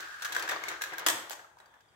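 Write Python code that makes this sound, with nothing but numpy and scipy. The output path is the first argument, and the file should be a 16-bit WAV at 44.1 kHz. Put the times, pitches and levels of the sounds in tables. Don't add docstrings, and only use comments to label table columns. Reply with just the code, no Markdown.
import sys
import numpy as np
from scipy import signal
from scipy.fft import rfft, irfft
from scipy.io import wavfile

SR = 44100
rng = np.random.default_rng(int(sys.argv[2]) if len(sys.argv) > 2 else 0)


def inscribe(sig):
    pcm = np.round(np.clip(np.atleast_2d(sig).T, -1, 1) * 32767)
    wavfile.write(sys.argv[1], SR, pcm.astype(np.int16))


N = 85995

# (f/Hz, level/dB)
AIR_COLOUR = [(20, -22), (60, 3), (110, 4), (200, -5), (600, -1.5), (2000, -26.5), (8000, -14.5),
              (16000, -29)]
TABLE_COLOUR = [(30, -21), (70, -12), (110, 5.5), (170, -4), (250, 5), (330, -3.5), (16000, -105)]
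RAIL_COLOUR = [(60, -27.5), (250, -35.5), (400, -30), (850, -19), (1250, -7.5), (1600, 3.5), (2100, -16),
               (4000, -17.5), (7500, -24), (9400, -31), (16000, -33.5)]
PLATE_COLOUR = [(40, -23.5), (130, -10.5), (265, -19), (345, 1), (430, 1), (600, 2.5), (1100, 5.5),
                (2100, 3), (2700, -4.5), (3400, -4.5), (5000, -12.5), (8000, -21), (9400, -45.5),
                (16000, -30.5)]
FAR_COLOUR = [(100, -24.5), (400, -13), (650, 0), (950, 7.5), (1300, 0.5), (1650, 3), (2150, -7.5),
              (3000, -13.5), (4200, -22.5), (8000, -29), (9500, -33), (16000, -23)]
SING_COLOUR = [(2600, -33), (3250, 3), (3650, 0), (4400, -35.5)]
DRY_TICK_COLOUR = [(300, -17.5), (1500, -5), (4000, 2.5), (5500, 0), (7500, -5), (9300, -14), (11500, 3.5),
                   (13000, -7), (14500, -2), (16000, 5.5)]
JOINT_COLOUR = [(200, -27.5), (900, -4.5), (2000, 0.5), (4000, 5.5), (4900, -5.5), (5800, 4), (8000, 0),
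                (9300, -13), (11000, -2), (12700, -6.5), (16000, -5.5)]
CRACK_COLOUR = [(200, -32), (1000, 3), (2400, 8.5), (3300, 10), (4200, 8), (5500, 8.5), (8000, 9),
                (9400, -1), (11000, 5), (16000, -0.5)]
BODY_COLOUR = [(50, -35), (200, -33.5), (320, -0.5), (450, -10.5), (690, 2), (800, -5.5), (940, 0.5),
               (1200, 0.5), (1500, -1.5), (1900, 4.5), (2400, -11), (5000, -42), (16000, -26)]
# (f/Hz, T60/s)
ROOM_DECAY = [(150, 0.67), (400, 0.71), (900, 0.73), (2200, 0.61), (8000, 0.43), (15000, 0.38)]
# (f/Hz, pan/dB)
MIC_BALANCE = [(60, 9.5), (180, 0.5), (350, 1.5), (700, 2), (1100, 4), (1600, 1.5), (2300, 3.5), (3300, -3),
               (4500, 2), (6000, -3), (8000, 1.5), (10500, 3), (13000, -2), (15500, 0.5)]
# (t/s, level/dB)
RAIL_LEVELS = [(0, -43.5), (0.191, -47.5), (0.261, -38), (.31, -50.5), (0.399, -42.5), (.55, -52.5),
               (.7, -42.5), (.79, -56.5), (.87, -42.5), (.91, -68.5), (0.949, -52), (1.05, -54.5),
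               (1.121, -86), (1.95, -91)]
PLATE_LEVELS = [(0, -46), (.08, -59.5), (0.191, -69), (.29, -50), (.36, -43), (.45, -39.5), (.475, -47.5),
                (0.518, -34), (0.599, -48), (0.721, -40.5), (.8, -59), (.88, -51), (0.931, -42.5),
                (.97, -50), (1.01, -41.5), (1.06, -46.5), (1.199, -47.5), (1.5, -91), (1.95, -68.5)]
FAR_LEVELS = [(0, -71), (1.248, -77), (1.36, -62), (1.47, -65.5), (1.55, -71.5), (1.619, -60), (1.7, -66),
              (1.77, -62), (1.85, -80), (1.95, -75)]
SING_LEVELS = [(1.55, -90), (1.68, -75), (1.9, -79)]
# (t/s, level/dB, f/Hz)
PINGS = [(0.3942, -46, 4990), (0.4236, -43.5, 4600), (.5104, -39, 3530), (0.5611, -46.5, 4540),
         (1.585, -67, 4800), (1.6026, -61.5, 3900), (1.6581, -66, 4650), (1.8062, -74, 4700),
         (1.8861, -69, 4780)]
# (t/s, level/dB, pan/dB)
DRY_TICKS = [(0.3932, -39, -3), (0.8196, -36.5, 13.5), (0.982, -40.5, -16), (0.9932, -36, -1),
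             (1.2960, -37, 10.5)]
# (t/s, tick level/dB, tile level/dB, tile f/Hz)
JOINT_HITS = [(.004, -41.5, -51, 1540), (0.2212, -37, -40, 1390), (0.2265, -40, -38.5, 1490),
              (0.2477, -34, -36, 1590), (0.2537, -38.5, -33, 1640), (0.322, -36.5, -36, 1714),
              (0.327, -36.5, -42, 1680), (0.3479, -35, -38, 1640), (.354, -47.5, -33, 1690),
              (0.3641, -35.5, -23, 1578), (0.3817, -44, -40, 1690), (0.3957, -38, -59, 1570),
              (0.4239, -36.5, -44, 1610), (0.4769, -44.5, -32, 1670), (.489, -35.5, -34, 1740),
              (0.4936, -35.5, -30, 1896), (0.512, -37.5, -51, 1830), (0.5182, -49, -30, 1535),
              (.523, -51, -41, 1510), (0.5615, -59, -37, 1180), (.6368, -40.5, -34.5, 2110),
              (0.6828, -38.5, -35, 2200), (0.6872, -36, -49, 1860), (0.7157, -48, -37.5, 1450),
              (0.811, -48.5, -36, 1654), (.8182, -32, -31, 1625), (.837, -36, -32, 1630),
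              (0.857, -58, -36.5, 1630), (0.9347, -48, -32.5, 1600), (0.9816, -42.5, -37.5, 1590),
              (0.9946, -44, -43.5, 1530), (1.393, -62, -45.5, 1620), (1.4451, -71.5, -48, 1323),
              (1.570, -73, -54.5, 950), (1.586, -61, -68, 1600), (1.658, -64, -60.5, 1590),
              (1.739, -67.5, -55.5, 1733), (1.806, -64.5, -63, 1650)]
# (multiple of the tile's pitch, level/dB)
TILE_MODES = [(.86, -19.5), (1, 9.5), (1.13, -7)]
# (f/Hz, level/dB, T60/s)
LANDING_MODES = [(331, -16.5, 0.24), (704, -17.5, 0.51), (940, -19, .45), (1155, -8, .4), (1690, -10, 0.18),
                 (1887, -10, .25), (3090, -0.5, 0.093), (3180, -13.5, .13), (4985, -17.5, 0.32),
                 (6505, -20.5, 0.97), (8200, -6.5, 0.1), (8330, -5, .17), (12714, -17, .28)]
KNOCK_MODES = [(620, 1, 0.015), (873, 3.5, .018), (1487, 1, 0.018)]
CLINK_MODES = [(3360, 3.5, 0.01), (7980, 3, 0.015)]
# (t/s, crack level/dB, body level/dB, knock level/dB, clink level/dB, pan/dB)
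CLACKS = [(1.0638, -20, -24, -27, -34, 1.5), (1.0705, -29, -33, -38, -36, -9),
          (1.0846, -22, -30.5, -34, -26.5, -2), (1.0985, -25, -28, -36, -46, 1),
          (1.3071, -41, -47.5, -36.5, -47, -3.5), (1.3135, -38.5, -51, -59, -58, 1.5),
          (1.321, -46, -69, -56, -68, 15.5), (1.330, -43, -51.5, -47, -51, 6.5),
          (1.6011, -62, -59.5, -53, -65, -4)]

ATTACK_S, CONTACT_ATTACK_S = .00097, .00019
MIC_PHASE_TURNS, CONTACT_PHASE_TURNS = .27, .21


def gain(db):
    return 10 ** (np.asarray(db) / 20)


def unit(x):
    return x / np.sqrt(np.mean(x ** 2))


def unit_hit(x):
    return x / np.sqrt(np.mean(np.sum(x ** 2, axis=-1)) / (.005 * SR))


def pan(db):
    return gain(np.array([[db], [-db]]) / 2)


def at_pitch(hz, points):
    freqs, values = np.array(points).T
    return np.interp(np.log(hz + 1), np.log(freqs), values)


def colour(x, points, size=4096):
    hz = np.arange(size // 2 + 1) * SR / size
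    cepstrum = irfft(np.log(gain(at_pitch(hz, points))))
    cepstrum[1:size // 2] *= 2
    cepstrum[size // 2 + 1:] = 0
    response = irfft(np.exp(rfft(cepstrum)))
    return signal.fftconvolve(x, response[None], axes=1)[:, :x.shape[1]]


def spread(pair, alike_below_hz=760):
    n = pair.shape[1]
    hz = np.arange(n // 2 + 1) * SR / n
    alike = .85 / (1 + (hz / alike_below_hz) ** 4)
    mid, side = rfft(pair)
    mid, side = mid * np.sqrt(1 + alike), side * np.sqrt(1 - alike)
    return irfft(np.array([mid + side, mid - side]), n)


def noise(n):
    return spread(rng.standard_normal((2, n)))


def fade(t, t60, attack):
    return (1 - np.exp(-t / attack)) * np.exp(-np.log(1000) * t / t60)


def add(out, start, x):
    i = max(int(start * SR), 0)
    out[:, i:i + x.shape[1]] += x[:, :max(N - i, 0)]


def crack(t60, points, snap_db=6, snap_t60=.009):
    t = np.arange(SR // 8) / SR
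    envelope = fade(t, t60, ATTACK_S) + gain(snap_db) * fade(t, snap_t60, ATTACK_S)
    hiss = spread(rng.choice([-1., 1.], (2, len(t))))
    return unit_hit(colour(hiss * envelope, points))


def ring(modes, attack, turns=MIC_PHASE_TURNS):
    t = np.arange(SR // 2) / SR
    sound = 0
    for hz, db, t60 in modes:
        phase = rng.random() + turns * rng.choice([-1, 1]) * np.array([[0], [1]])
        sound += gain(db) * fade(t, t60, attack) * np.sin(2 * np.pi * (hz * t + phase))
    return sound


def air():
    return gain(-72.5) * unit(colour(noise(N), AIR_COLOUR))


def room_echo(x, rise_s=.0009):
    t = np.arange(SR) / SR
    spectrum = rfft(noise(SR))
    octaves_hz = 125 * 2. ** np.arange(8)
    tail = 0
    for hz, weights in zip(octaves_hz, np.eye(8)):
        band = at_pitch(np.arange(spectrum.shape[1]), list(zip(octaves_hz, weights)))
        tail += irfft(spectrum * band, SR) * fade(t, at_pitch(hz, ROOM_DECAY), rise_s)
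    early = noise(SR) * fade(t, t60=.42, attack=rise_s)
    response = (gain(-6.5) * unit(tail) + gain(-12.5) * unit(early)) / np.sqrt(2 * SR)
    return signal.fftconvolve(x[None], response, axes=1)[:, :N]


def table_boom(t60=.28, rise_s=.052):
    start, _, body_db, *_ = CLACKS[0]
    t = np.arange(SR) / SR
    envelope = fade(t, t60, rise_s) * (1 - np.exp(-t / rise_s)) ** 2
    boom = unit(colour(noise(SR), TABLE_COLOUR)) * envelope
    out = np.zeros((2, N))
    add(out, start, gain(body_db - 10.5) * boom)
    return out


def rolling(points, levels, bumps_per_s=2600):
    hits = rng.random(N) < bumps_per_s / SR
    sizes = gain(-np.minimum(rng.exponential(size=N), 4))
    bumps = hits * sizes * rng.choice([-1, 1], (2, N))
    level_db = np.interp(np.arange(N) / SR, *np.array(levels).T)
    return unit(colour(spread(bumps), points)) * gain(level_db)


def base_plate(hz=342, t60=.13):
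    rumble = rolling(PLATE_COLOUR, PLATE_LEVELS)
    pole = np.exp((2j * np.pi * hz - np.log(1000) / t60) / SR)
    note = signal.lfilter([1], [1, -pole], rumble).imag
    return (rumble + unit(note) * rumble.std() * gain(-22)) * pan(-.5)


def rail_pings(t60=.049):
    out = np.zeros((2, N))
    for start, db, hz in PINGS:
        ping = ring([(hz, 0, t60)], CONTACT_ATTACK_S, CONTACT_PHASE_TURNS)
        add(out, start, gain(db) * unit_hit(ping))
    return out


def dry_ticks(t60=.032):
    out = np.zeros((2, N))
    for start, db, pan_db in DRY_TICKS:
        add(out, start, gain(db) * crack(t60, DRY_TICK_COLOUR) * pan(pan_db))
    return out


def tile_rings(t60=.037):
    out = np.zeros((2, N))
    for start, _, tile_db, hz in JOINT_HITS:
        modes = [(hz * ratio, db, t60) for ratio, db in TILE_MODES]
        note = unit_hit(ring(modes, attack=.0009))
        rasp = crack(t60, [(hz / 8, -40), (hz / 2, -6), (hz, 0), (hz * 2, -14), (hz * 4, -35)])
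        add(out, start, gain(tile_db) * note * pan(1.5))
        add(out, start, gain(tile_db - 7) * rasp)
    return out


def joint_ticks(tick_t60=.058, ring_t60=.048, range_hz=(3890, 7060)):
    out = np.zeros((2, N))
    for start, tick_db, _, _ in JOINT_HITS:
        modes = [(hz, 0, ring_t60) for hz in rng.uniform(*range_hz, 3)]
        add(out, start, gain(tick_db - 10.5) * unit_hit(ring(modes, ATTACK_S)))
        add(out, start, gain(tick_db) * crack(tick_t60, JOINT_COLOUR))
    return out * pan(1.5)


def landing_ring():
    out = np.zeros((2, N))
    for start, crack_db, *_ in CLACKS:
        add(out, start, gain(crack_db - 17) * ring(LANDING_MODES, ATTACK_S))
    return out * pan(16.5)


def clacks(crack_t60=.066, body_t60=.081, low_cut_hz=380):
    thin = signal.butter(2, low_cut_hz, "high", fs=SR, output="sos")
    out = np.zeros((2, N))
    for start, crack_db, body_db, knock_db, clink_db, pan_db in CLACKS:
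        sharp = gain(crack_db) * crack(crack_t60, CRACK_COLOUR)
        body = gain(body_db) * crack(body_t60, BODY_COLOUR)
        knock = signal.sosfilt(thin, ring(KNOCK_MODES, CONTACT_ATTACK_S, CONTACT_PHASE_TURNS))
        clink = ring(CLINK_MODES, CONTACT_ATTACK_S, CONTACT_PHASE_TURNS)
        contact = gain(knock_db) * unit_hit(knock) + gain(clink_db) * unit_hit(clink)
        add(out, start, (sharp + body) * pan(pan_db))
        add(out, start, contact * pan(pan_db))
    return out


def scene():
    track = rolling(RAIL_COLOUR, RAIL_LEVELS) + base_plate() + rolling(FAR_COLOUR, FAR_LEVELS)
    track += joint_ticks() + clacks() + rolling(SING_COLOUR, SING_LEVELS)
    rings = tile_rings() + rail_pings()
    direct = track + rings + dry_ticks() + landing_ring()
    left, right = track + gain(-2) * rings
    return direct + room_echo(left) + room_echo(right) + table_boom() + air()


def record(dry, low_cut_hz=58, high_cut_hz=15700):
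    left = colour(dry[:1], [(hz, db / 2) for hz, db in MIC_BALANCE])
    right = colour(dry[1:], [(hz, -db / 2) for hz, db in MIC_BALANCE])
    low_cut = signal.butter(2, low_cut_hz, "high", fs=SR, output="sos")
    high_cut = signal.ellip(8, .2, 70, high_cut_hz, fs=SR, output="sos")
    heard = signal.sosfilt(low_cut, np.vstack([left, right]))
    return signal.sosfilt(high_cut, heard)


dry = scene()
out = record(dry)
inscribe(out)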